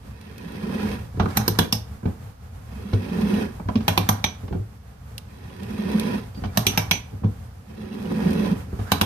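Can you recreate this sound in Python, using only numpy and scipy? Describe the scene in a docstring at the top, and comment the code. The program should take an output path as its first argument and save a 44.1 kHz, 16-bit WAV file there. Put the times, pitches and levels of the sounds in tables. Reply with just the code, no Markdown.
"""In a garage workshop, a hand ratchet threader cuts a thread on an oiled steel pipe held in a vice.
On each pull, streams of tiny fractures make the dies scrape and crunch while the vice stand groans and judders.
On each swing back the housing rubs, the head knocks in its slack and the pawl snaps over up to four teeth:
short bursts of noise ring the steel, and low sines make the thud and boom. A bench rumble, still air and
dense garage echoes surround the tool. The microphones sit close by, the right one facing the tool."""
import sys
import numpy as np
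from scipy import signal
from scipy.fft import rfft, irfft, next_fast_len
from scipy.io import wavfile

SR = 44100
rng = np.random.default_rng(int(sys.argv[2]) if len(sys.argv) > 2 else 0)


def transcribe(signal):
    """Save signal, clipped to [-1, 1], as a 16-bit WAV file at the path in sys.argv[1]."""
    frames = np.atleast_2d(signal).T
    limited = np.clip(frames, -1, 1)
    pcm = np.round(limited * 32767).astype(np.int16)
    wavfile.write(sys.argv[1], SR, pcm)


N = 399105
TIME = np.arange(N) / SR

# spectrum of the bench rumble: pitch_hz, level_db (relative)
RUMBLE_SPECTRUM = [(20, -46), (40, -17), (62, -1.5), (85, -2), (115, -3), (150, -12), (215, -13.5),
                   (290, -25.5), (500, -25), (1200, -29.5), (4000, -44.5)]
# spectrum of the shop's still air: pitch_hz, level_db (relative)
AIR_SPECTRUM = [(30, 0), (200, -2), (400, -11), (700, -15), (1000, -15), (1700, -17), (2100, -22),
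                (5000, -23), (6200, -24), (7400, -37), (9000, -34), (14500, -35)]
# how long the garage rings: pitch_hz, t60_s (time to fall by 60 dB)
ROOM_DECAY = [(100, 0.14), (400, 0.3), (1000, 0.38), (3000, 0.38), (6000, 0.26), (13000, 0.13)]
# how strongly the garage echoes: pitch_hz, level_db
ROOM_LEVEL = [(100, -3.5), (250, -6), (900, -8.5), (3000, -16), (6000, -13), (13000, -14)]
# left against right (minus is louder on the right): pitch_hz, left_right_db
BALANCE_BY_PITCH = [(200, 0), (700, -4), (1300, -6), (2400, -3), (4600, -8), (8000, 0.5), (15000, 0)]
# how alike left and right are, held within -1 to 1 when used: pitch_hz, likeness (no unit)
LIKENESS_BY_PITCH = [(130, .97), (265, 0.98), (345, -1.1), (460, 1), (620, -0.56), (790, 1), (910, -0.4),
                     (1150, 0.0058), (15000, -0.17)]
# low modes of pipe, vice and stand: pitch_hz, width_hz, cutting_db, struck_db, left_right_db
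STAND_MODES = [(204, 36, 1, 0, -1.5), (166, 44, -6.5, -1.5, 1), (262, 90, -17, -12, -1),
               (368, 40, -7, -12, -16), (420, 60, -19, -18, 9), (490, 45, -17, -22, -3),
               (750, 70, -19, -13, 11), (870, 100, -16, -12.5, -4), (975, 70, -25, -15.5, -14)]
# resonances of the die head, relative to each other: pitch_hz, width_hz, level_db
HEAD_MODES = [(1520, 170, 5), (1820, 180, -3), (2370, 370, 4.5), (2740, 160, -5), (3300, 240, -1.5),
              (3850, 110, -3), (5210, 1000, -8), (6073, 120, -9), (8410, 360, -11), (10500, 200, -11),
              (11150, 300, -9), (12200, 500, -2), (13200, 500, -9)]
# spectrum of the sharp crack of steel on steel: pitch_hz, level_db (relative)
CRACK_SPECTRUM = [(300, -27.5), (600, -1.5), (1100, -2), (2000, -17), (3000, -1.5), (4400, -5.5),
                  (6300, -7), (7300, -23.5), (9500, -31.5), (12400, -11.5), (14000, -36.5), (15500, -49.5)]
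# swings of the handle back: start_s, full_speed_s, slowing_s, rub_db (of the housing)
SWING_STROKES = [(1.14, 1.33, 1.48, -39), (3.62, 3.93, 4.16, -42), (6.38, 6.66, 6.74, -39.5),
                 (8.7, 8.97, 9.3, -41)]
# spectrum of the rubbing housing: pitch_hz, level_db (relative)
RUB_SPECTRUM = [(100, -1), (200, 12.5), (400, -6.5), (650, -4), (900, -0.5), (1600, -3.5), (2500, -15.5),
                (5000, -17.5), (8000, -23), (14000, -25)]
# the pawl riding up its first tooth: start_s, length_s, from_hz, to_hz, width_hz, level_db
TOOTH_SQUEAKS = [(1.266, 0.1, 1920, 2410, 254, -52), (1.292, .065, 4230, 4640, 300, -64),
                 (3.82, 0.054, 2150, 2400, 180, -59), (6.337, 0.069, 4690, 4680, 20, -54),
                 (6.482, .026, 2320, 2340, 20, -55), (8.847, 0.087, 1290, 1870, 91, -45.5)]
# boom, thud, clank, ring and tick, one row each: from_hz, to_hz
BLOW_BANDS = [(35, 140), (140, 480), (560, 1700), (2050, 6700), (8000, 14500)]
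# head and handle knocking in their slack, levels before each band's trim:
# start_s, boom_db (bench), thud_db (stand), clank_db, ring_db (head)
SLACK_KNOCKS = [(1.142, -34, -46, -62, -81), (1.173, -26, -36, -54, -78), (1.197, -19.5, -24.5, -19.5, -42),
                (1.232, -23, -31, -40, -62), (1.257, -37.5, -27.5, -27, -55), (1.912, -55, -52, -74, -79),
                (2.03, -35, -38, -46, -85), (2.055, -23, -26.5, -35, -58), (2.078, -37, -45, -63, -76),
                (2.932, -17.5, -29, -37.5, -48), (3.597, -61, -37.5, -37, -75), (3.655, -27, -45, -51, -78),
                (3.686, -32, -30.5, -25.5, -52.5), (3.755, -25.5, -27.5, -33.5, -43.5),
                (3.806, -47, -36.5, -41, -56), (4.434, -31, -41.5, -104, -79),
                (4.479, -48, -46.5, -43.5, -61), (4.509, -27.5, -35.5, -59, -78),
                (4.525, -34.5, -32.5, -36, -61.5), (4.549, -27, -33, -56, -77),
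                (4.593, -29.5, -44.5, -105, -86), (6.346, -56, -52, -65, -63), (6.374, -46, -40, -62, -66),
                (6.42, -30, -40, -50, -68), (6.437, -32.5, -35, -31, -50.5),
                (6.453, -26.5, -35.5, -54, -53.5), (7.129, -35, -41, -65, -80), (7.218, -36, -42, -59, -82),
                (7.233, -24, -41, -38.5, -74), (7.242, -25.5, -25, -39, -61), (8.669, -46, -44, -80, -83),
                (8.728, -30, -36.5, -45, -78), (8.79, -28, -35.5, -37, -60)]
# pawl drops, thud to tick before each band's trim: start_s, thud_db (stand), clank_db, ring_db (head),
# tick_db, main_hz, second_hz (the head's two strongest resonances), ping_hz, ping_db (the pawl's own)
PAWL_DROPS = [(1.371, -21, -24, -26.5, -27, 3900, 5900, 12000, -14),
              (1.479, -21, -26.5, -26, -28, 4100, 5050, 12250, -14.5),
              (1.588, -17, -20.5, -20.5, -25.5, 1670, 3170, 11500, -34),
              (1.725, -25, -30.5, -22, -25.5, 5150, 5400, 5100, -26),
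              (3.88, -21.5, -20, -23, -29, 3270, 2700, 12440, -21),
              (3.976, -21, -20.5, -21.5, -30, 2620, 3770, 12200, -21.5),
              (4.089, -21, -19.5, -25.5, -25, 4150, 5960, 12200, -16),
              (4.241, -27.5, -26, -21.5, -35.5, 2380, 3370, 5950, -23),
              (6.573, -20.5, -22, -24.5, -26, 3850, 5330, 12200, -16),
              (6.667, -24, -33, -19, -24, 2650, 2920, 6000, -19.5),
              (6.775, -23, -23.5, -23, -27.5, 2300, 5800, 12200, -19),
              (6.911, -26, -26.5, -17.5, -28, 2250, 2400, 6040, -20),
              (8.918, -20.5, -20, -22, -26.5, 2760, 3900, 12200, -24),
              (9.012, -21, -20, -23, -27.5, 2620, 3500, 12600, -34)]
# the pawl's own high ring: pitch_hz, t60_s, level_db (relative)
PAWL_MODES = [(5230, .15, -7), (5480, .15, -7), (5970, .19, -3), (6510, .1, -7), (8480, .08, -3),
              (10870, .07, -7), (12170, .07, 0), (12650, .06, -5)]
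# pulls of the handle: start_s, full_force_s, let_go_s, groan_db (stand), scrape_db (dies)
PULL_STROKES = [(0.03, 0.73, 0.94, -28.5, -37.5), (2.72, 3.22, 3.425, -25.5, -37),
                (5.3, 5.92, 6.15, -26.5, -36.5), (7.7, 8.22, 8.505, -24, -38.5)]
# grabs of the dies at set times, which shake the stand: peak_s, level_db (before the judder gain)
SET_GRABS = [(3.165, -12), (3.236, -7.5), (3.296, -8), (3.34, -9.5), (3.769, -6), (5.957, -7.5),
             (8.267, -5), (8.311, -9), (8.392, -10), (8.522, -7.5)]
# chips snapping off at set times: start_s, level_db (before the snap gain)
SET_CHIPS = [(0.212, -59), (0.381, -54), (5.18, -41), (5.632, -54), (5.997, -37), (8.307, -49)]
# spectrum of the scrape: pitch_hz, level_db (relative)
SCRAPE_SPECTRUM = [(150, -6), (400, -7.5), (620, 6), (900, 1.5), (1150, 1), (1600, 4.5), (2300, 2),
                   (3300, -4.5), (6000, -4), (7600, -22.5), (9000, -19), (11800, -6), (14500, -23.5)]
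# resonances that colour the scrape, relative to each other: pitch_hz, width_hz, level_db
DIE_MODES = [(970, 32, 17), (1475, 39, 7), (1670, 19, 8.5), (1830, 17, 13), (2110, 48, -2.5),
             (2544, 110, 6.5), (3184, 190, 8), (3683, 95, 7), (4710, 120, -16.5), (5760, 220, -28),
             (8500, 140, 18.5)]

# still air, and the top of the sound
AIR_DB, EDGE_HZ = -58, 14900
# the bench rumbles a little at rest, and more under each pull (against its groan) and swing (against its rub)
REST_DB, PULL_ROCK_REL_DB, SWING_ROCK_REL_DB = -41, -17, -2
ROCK_RISE_DB_PER_S, ROCK_SETTLE_DB_PER_S = 49, 26.5
# the rumble comes in uneven surges
ROCK_SURGE_DB, ROCK_SURGE_HZ = 2.2, 7
SWING_RISE_DB_PER_S, SWING_FALL_DB_PER_S = 55, 56
# the rub swells just before each pawl drop
CLIMB_S, CLIMB_DB = 0.043, 6
# loose parts bounce for a moment after a blow
RATTLE_PER_S, RATTLE_S = 220, .018
# a knock has little tick against its ring, and favours two low resonances
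KNOCK_TICK_REL_DB, KNOCK_HZ = -40.5, (590, 1210)
# the boom of the bench follows the thud of a pawl drop
PAWL_BOOM_REL_DB = -4.5
# each pawl mode is a close cluster (relative spread); modes near a drop's ping are boosted
PING_SPLIT, PING_FAVOUR_DB, PING_FAVOUR_HZ = .014, 18, 600
# force builds steadily and drops quickly; the scrape peaks a little after the groan
GROAN_RISE_DB_PER_S, LET_GO_DB_PER_S = 40, 200
SCRAPE_RISE_DB_PER_S, SCRAPE_FALL_DB_PER_S, SCRAPE_LAG_S = 28.5, 161.5, 0.066
# further grabs follow the groan, before the judder gain; pitch varies from grab to grab (relative spread)
GRABS_PER_S, GRAB_REL_DB, JUDDER_DETUNE = 11, 10.5, .06
# further chips break at random while the dies cut; level against the scrape, before the snap gain
CHIPS_PER_S, CHIP_REL_DB = 6.5, -16
# small tears crunch within the scrape
CRUNCH_PER_S, CRUNCH_REL_DB, CRUNCH_SPREAD_DB, CRUNCH_S = 110, -1, 7, .005
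CRUNCH_LOW_HZ, CRUNCH_HIGH_HZ = 750, 2900
# the load passes between two cutting edges: swing in radians, rate, second edge's pitch against the first
EDGE_TRADE, EDGE_TRADE_HZ, EDGE_STRETCH = .9, 7, 1.04
# the scrape is a dense stream of fractures
SCRAPE_GRAINS_PER_S, SCRAPE_SPREAD_DB = 8000, 1.8


def amp(db):
    """Turns decibels into gain."""
    return 10 ** (np.asarray(db) / 20)


def unit(x):
    """Scales a sound to an average (rms) strength of 1."""
    return x / np.sqrt(np.mean(x ** 2) + 1e-20)


def read(points, hz):
    """Reads a table along a logarithmic pitch axis."""
    f, value = np.transpose(points)
    return np.interp(np.log(hz + 1), np.log(f + 1), value)


def add(mix, s, sound):
    """Mixes a stereo sound in at time s."""
    part = mix[:, max(round(s * SR), 0):][:, :sound.shape[1]]
    part += sound[:, :part.shape[1]]


def band(x, edges, order=3):
    """Keeps only the pitches between two edges."""
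    return signal.sosfilt(signal.butter(order, edges, "band", fs=SR, output="sos"), x)


def noise(length):
    """Two unrelated streams of white noise."""
    return rng.standard_normal((2, length))


def wander(rate_hz):
    """Smooth random curve of rms 1, changing mostly below the given rate."""
    hz = np.fft.rfftfreq(N // 32, 32 / SR)
    slow = irfft(rfft(rng.standard_normal(N // 32)) / (1 + (hz / rate_hz) ** 4))
    return unit(np.interp(TIME, np.linspace(0, N / SR, len(slow)), slow))


def grains(per_s, spread_db):
    """Tiny fractures at random instants: most faint, a few large."""
    size = amp(spread_db * np.minimum(rng.exponential(1, N), 5))
    happens = rng.random(N) < per_s / SR
    return unit(size * happens * noise(N))


def resonance(hz, centre_hz, width_hz):
    """Complex response of one ringing mode, gain 1 at its centre."""
    return 1 / (1 + 1j * (hz ** 2 - centre_hz ** 2) / (width_hz * (hz + 1e-3)))


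def sides(db):
    """Left and right gains for a level difference."""
    return amp(np.array([db, -db]).reshape(2, -1) / 2)


def at_mics(drive, response):
    """Filters two unrelated drives, blended so that left and right are as alike as the likeness table says."""
    n = next_fast_len(drive.shape[1] + SR // 10, True)
    hz = np.fft.rfftfreq(n, 1 / SR)
    a, b = rfft(drive, n)
    same = np.clip(read(LIKENESS_BY_PITCH, hz), -1, 1)
    pair = np.array([a, same * a + np.sqrt(1 - same ** 2) * b])
    return irfft(pair * response(hz), n)[:, :drive.shape[1]]


def colour(points):
    """Response with a given spectrum and left-right balance, whose sound never precedes its cause."""
    def response(hz):
        log_gain = np.log(amp(read(points, hz)))
        # minimum phase, from the first half of the cepstrum
        cepstrum = irfft(log_gain)
        phase = 2 * rfft(cepstrum * (np.arange(len(cepstrum)) < len(hz))).imag
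        return np.exp(log_gain + 1j * phase) * sides(read(BALANCE_BY_PITCH, hz))
    return response


def strokes(table, column, rise_db_s, fall_db_s, lag_s=0, onset_db_s=220):
    """Gain of handle strokes: each sets in, builds to the level in one column, holds and dies away."""
    gain = np.zeros(N)
    for row in table:
        start_s, full_s, end_s = row[:3]
        onset_db = onset_db_s * np.maximum(start_s - TIME, 0)
        build_db = rise_db_s * np.maximum(full_s + lag_s - TIME, 0)
        fade_db = fall_db_s * np.maximum(TIME - end_s, 0)
        gain += amp(row[column] - (onset_db + build_db + fade_db))
    return gain


def scattered(gain, per_s, rel_db, spread_db, count=200):
    """Rows (start_s, level_db) at uneven intervals while a gain is up, their strength following it."""
    gap, luck = rng.random((count, 2)).T
    times = np.cumsum(.5 + gap) / per_s
    strength = np.interp(times, TIME, gain, right=0)
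    return [(s, 20 * np.log10(g) + rel_db + spread_db * (2 * u - 1))
            for s, g, u in zip(times, strength, luck) if g > gain.max() / 10]


def background():
    """The bench rumbles under the shifting load, over the still air of the shop: both are filtered noise."""
    speeds = dict(rise_db_s=ROCK_RISE_DB_PER_S, fall_db_s=ROCK_SETTLE_DB_PER_S)
    pulled = strokes(PULL_STROKES, column=3, **speeds)
    swung = strokes(SWING_STROKES, column=3, **speeds)
    rocking = amp(REST_DB) + amp(PULL_ROCK_REL_DB) * pulled + amp(SWING_ROCK_REL_DB) * swung
    surges = amp(ROCK_SURGE_DB * wander(ROCK_SURGE_HZ))
    rumble = unit(at_mics(noise(N), colour(RUMBLE_SPECTRUM))) * rocking * surges
    air = amp(AIR_DB) * unit(at_mics(noise(N), colour(AIR_SPECTRUM)))
    return rumble + air


def garage(x, first_s=0.00053):
    """Dense echoes off rafters and cabinets, each pitch band dying at its own speed."""
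    taps = noise(SR // 2) * (rng.random((2, SR // 2)) < 5000 / SR)
    hz, t, z = signal.stft(unit(at_mics(taps, np.ones_like)), SR, nperseg=256)
    t60 = read(ROOM_DECAY, hz)[:, None]
    level_db = read(ROOM_LEVEL, hz)[:, None]
    # the last factor keeps a band's echo strength independent of its decay time
    z = z * amp(level_db - 60 * t / t60) * np.sqrt(2 * np.log(1000) / (t60 * SR))
    tail = signal.istft(z, SR, nperseg=256)[1]
    tail = tail * np.minimum(np.arange(tail.shape[1]) / (first_s * SR), 1) ** 2
    return signal.fftconvolve(x, tail, axes=1)[:, :N]


def nearby(hz, strength=.3, count=7):
    """Reflections off the handle, vice and bench comb the treble, differently at each microphone."""
    delay_s = rng.uniform(.0004, .006, (count, 2, 1))
    echoes = sum(np.exp(-2j * np.pi * hz * d) * rng.choice([-1, 1]) for d in delay_s)
    return 1 + strength * echoes * hz ** 2 / (hz ** 2 + 900 ** 2)


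def swinging():
    """The oiled housing rubs round the die head on the way back, harder as the pawl climbs each tooth."""
    rub = strokes(SWING_STROKES, column=3, rise_db_s=SWING_RISE_DB_PER_S, fall_db_s=SWING_FALL_DB_PER_S)
    climb = sum(np.exp(-abs(TIME - row[0]) / CLIMB_S) * (TIME < row[0]) for row in PAWL_DROPS)
    friction = grains(6000, 2.9) * amp(2.4 * wander(45))
    texture = unit(at_mics(friction, lambda hz: colour(RUB_SPECTRUM)(hz) * nearby(hz, count=4)))
    return rub * amp(CLIMB_DB * climb) * texture


def squeaks():
    """Rubbing steel picks out one gliding resonance: wide ones sound gritty, narrow ones pure."""
    out = np.zeros((2, N))
    for s, length_s, from_hz, to_hz, width_hz, db in TOOTH_SQUEAKS:
        hz = np.linspace(from_hz, to_hz, int(length_s * SR))
        r = np.exp(-np.pi * width_hz / SR)
        drive = noise(SR // 2) + 1j * noise(SR // 2)
        # only the settled end of the smoothed noise is used
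        grit = signal.lfilter([1 - r], [1, -r], drive)[:, -len(hz):]
        squeak = unit((grit * np.exp(2j * np.pi * np.cumsum(hz) / SR)).real)
        fade = signal.windows.tukey(len(hz), .5)
        add(out, s, amp(db) * squeak * fade * sides(read(BALANCE_BY_PITCH, from_hz)))
    return out


def stand(hz, column):
    """Response of the stand's modes, with the levels of one column."""
    return sum(amp(m[column]) * sides(m[-1]) * resonance(hz, m[0], m[1]) for m in STAND_MODES)


def head(hz, stand_db, peak_db=-7.5):
    """Response of the die head: resonances over a broad crack, with some of the stand."""
    peaks = sum(amp(db + peak_db) * resonance(hz, f, width) for f, width, db in HEAD_MODES)
    shaken = amp(stand_db) * stand(hz, column=3) * resonance(hz, 915, 580)
    return peaks * sides(read(BALANCE_BY_PITCH, hz)) + colour(CRACK_SPECTRUM)(hz) + shaken


def blows(table, rise_s, crack_s, chatter_db, chatter_s, rattle_db, soft_hz, stand_db, main_db,
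          main_width_hz, scuff_db, sway_s, boom_s, register_db):
    """A contact and its small bounces ring the head, and the push sways the stand and bumps the bench."""
    out, t = np.zeros((2, N)), np.arange(SR // 4) / SR
    fade = np.exp(-t / crack_s) + amp(chatter_db) * np.exp(-t / chatter_s)
    contact = (1 - np.exp(-t / rise_s)) * fade
    hz = np.fft.rfftfreq(next_fast_len(len(t) + SR // 10, True), 1 / SR)
    ringing = head(hz, stand_db) / (1 + 1j * hz / soft_hz)
    for s, *levels, main_hz, second_hz in table:
        bounces = (rng.random(len(t)) < RATTLE_PER_S / SR) * amp(rattle_db) * np.exp(-t / RATTLE_S)
        force = contact + signal.fftconvolve(bounces, contact)[:len(t)]
        # the spot that is struck favours two resonances
        favoured = sum(resonance(hz, f, main_width_hz) for f in (main_hz, second_hz))
        spot = 1 + amp(main_db) * favoured
        metal = at_mics(force * noise(len(t)), lambda hz: ringing * nearby(hz) * spot)
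        # each stand mode is a fading sine of uneven strength and pitch
        sway = 0
        for f, width, _, db, pan in STAND_MODES:
            gain = amp(db) * sides(pan) * rng.uniform(0.17, 4.7)
            wave = np.sin(2 * np.pi * f * rng.normal(1, 0.04) * t)
            sway = sway + gain * np.exp(-np.pi * width * .6 * t) * wave
        scuff = at_mics(np.exp(-t / sway_s) * noise(len(t)), lambda hz: resonance(hz, 160, 170))
        sway = unit(sway) + amp(scuff_db) * unit(scuff)
        boom = np.exp(-t / boom_s) * np.sin(2 * np.pi * 95 * rng.normal(1, .14) * t) * np.ones((2, 1))
        sources = (boom, sway, metal, metal, metal)
        for source, edges, db, trim_db in zip(sources, BLOW_BANDS, levels, register_db):
            part = band(source, edges, order=3 if source is metal else 2)
            # level is set by the first 20 ms of metal, or 40 ms of the low parts
            strength = np.sqrt(np.mean(part[:, :SR // (50 if source is metal else 25)] ** 2))
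            add(out, s, amp(db + trim_db) * part / strength)
    return out


def knocks():
    """The handle takes up its slack with a dull, rattling clunk."""
    rows = [(s, boom, thud, clank, ring, ring + KNOCK_TICK_REL_DB, *KNOCK_HZ)
            for s, boom, thud, clank, ring in SLACK_KNOCKS]
    return blows(rows, rise_s=0.0006, crack_s=0.004, chatter_db=-25, chatter_s=0.018, rattle_db=-10,
                 soft_hz=2200, stand_db=2, main_db=-1, main_width_hz=280, scuff_db=1.5, sway_s=0.024,
                 boom_s=.026, register_db=(-1.5, 2, -2.5, 7, 23.0))


def pings(count=6):
    """After each drop the pawl rings on by itself, in beating clusters of sines."""
    out, t = np.zeros((2, N)), np.arange(SR // 4) / SR
    modes_hz, t60s, modes_db = np.transpose(PAWL_MODES)
    for s, *_, ping_hz, db in PAWL_DROPS:
        closeness = abs(resonance(modes_hz, ping_hz, PING_FAVOUR_HZ)) ** 4
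        shares = amp(modes_db) * (1 + amp(PING_FAVOUR_DB) * closeness)
        for hz, t60, share in zip(modes_hz, t60s, shares / np.linalg.norm(shares)):
            cluster_hz = hz * rng.normal(1, PING_SPLIT, (count, 1, 1))
            cycles = cluster_hz * t + rng.random((count, 2, 1))
            cluster = np.sin(2 * np.pi * cycles).sum(0) / np.sqrt(count)
            add(out, s, share * amp(db - 60 * t / t60) * sides(read(BALANCE_BY_PITCH, hz)) * cluster)
    return out


def pawl():
    """The pawl drops off each tooth on to the next, with a hard, bright blow and its own ping."""
    rows = [(s, thud + PAWL_BOOM_REL_DB, thud, *metal) for s, thud, *metal, _, _ in PAWL_DROPS]
    drops = blows(rows, rise_s=0.0002, crack_s=0.0022, chatter_db=-22, chatter_s=0.03, rattle_db=-22,
                  soft_hz=20000, stand_db=8, main_db=5, main_width_hz=480, scuff_db=-2.5, sway_s=0.034,
                  boom_s=.045, register_db=(-2, -2.7, 1.0, 1.0, 1.0))
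    return pings() + drops


def groan_gain():
    """How hard the pulls load the stand."""
    return strokes(PULL_STROKES, column=3, rise_db_s=GROAN_RISE_DB_PER_S, fall_db_s=LET_GO_DB_PER_S)


def scrape_gain():
    """How hard the dies bite."""
    return strokes(PULL_STROKES, column=4, rise_db_s=SCRAPE_RISE_DB_PER_S,
                   fall_db_s=SCRAPE_FALL_DB_PER_S, lag_s=SCRAPE_LAG_S)


def judders(pitch_hz=204, swell_s=.011, gain_db=-6):
    """Stick and slip locks on to the stand's main mode for a few cycles."""
    out, t = np.zeros((2, N)), np.arange(-SR // 20, SR // 20) / SR
    for s, db in SET_GRABS + scattered(groan_gain(), GRABS_PER_S, GRAB_REL_DB, spread_db=7.0):
        cycles = pitch_hz * rng.normal(1, JUDDER_DETUNE) * t + rng.random()
        shudder = np.exp(-(t / swell_s) ** 2) * np.sin(2 * np.pi * cycles)
        add(out, s + t[0], amp(db + gain_db) * shudder * sides(-1.3))
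    return out


def snaps(decay_s=0.0034, gain_db=5):
    """Chips break off with a thin tick: a brief burst of noise with little bass."""
    out, t = np.zeros((2, N)), np.arange(SR // 50) / SR
    thin = colour([(500, -46.0), (2500, 4.0), (5500, 0.5), (7500, -6.5), (11000, 0.5), (15000, -4.0)])
    for s, db in SET_CHIPS + scattered(scrape_gain(), CHIPS_PER_S, CHIP_REL_DB, spread_db=5):
        tick = unit(at_mics(np.exp(-t / decay_s) * noise(len(t)), thin))
        add(out, s, amp(db + gain_db) * tick)
    return out


def crunch(count=1400):
    """Small tears in the steel: each is a tiny burst with a pitch of its own."""
    out, t = np.zeros((2, N)), np.arange(SR // 50) / SR
    tears = scattered(scrape_gain(), CRUNCH_PER_S, CRUNCH_REL_DB, CRUNCH_SPREAD_DB, count=count)
    for (s, db), (pitch, late, phase) in zip(tears, rng.random((count, 3))):
        hz = CRUNCH_LOW_HZ * (CRUNCH_HIGH_HZ / CRUNCH_LOW_HZ) ** pitch
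        # the right side starts at a phase of its own
        wave = np.sin(2 * np.pi * hz * t + np.pi * np.array([[0], [phase]]))
        burst = (1 - np.exp(-t * hz)) * np.exp(-t / CRUNCH_S) * wave
        add(out, s + late / CRUNCH_PER_S, amp(db) * burst * sides(read(BALANCE_BY_PITCH, hz)))
    return out


def dies(hz, stretch):
    """Response of one cutting edge, its resonances shifted in pitch by the stretch."""
    peaks = sum(amp(db) * resonance(hz, f * stretch, width) for f, width, db in DIE_MODES)
    return colour(SCRAPE_SPECTRUM)(hz) * (1 + 1.02 * peaks) * nearby(hz, count=3)


def cutting():
    """The dies tear chips in fits and starts: dense grains drive the groan and a scrape of shifting colour."""
    fits = wander(32)
    groan_drive = grains(2500, 2.35) * amp(1.0 * fits)
    groan = unit(at_mics(groan_drive, lambda hz: stand(hz, column=2) * resonance(hz, 268, 240)))
    grit = amp(1.3 * fits + 1.1 * wander(130))
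    load = EDGE_TRADE * wander(EDGE_TRADE_HZ)
    scrape = np.zeros((2, N))
    for share, stretch in ((np.cos(load), 1), (np.sin(load), EDGE_STRETCH)):
        drive = grains(SCRAPE_GRAINS_PER_S, SCRAPE_SPREAD_DB) * grit
        scrape += share * unit(at_mics(drive, lambda hz: dies(hz, stretch)))
    return groan * groan_gain() + scrape * scrape_gain()


def scene():
    """Pulls and swings back in the garage; chips snap close by, a little weaker in the echoes."""
    tool = pawl() + knocks() + cutting() + crunch() + judders() + swinging() + squeaks()
    chips = snaps()
    return tool + chips + garage(tool + amp(-1.0) * chips) + background()


def record(dry):
    """Flattens peaks beyond full scale, then cuts the treble above the band edge."""
    lowpass = signal.firwin(161, EDGE_HZ, window=("kaiser", 8), fs=SR)
    return signal.oaconvolve(np.clip(dry, -1, 1), lowpass[None], "same")


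dry = scene()
out = record(dry)
transcribe(out)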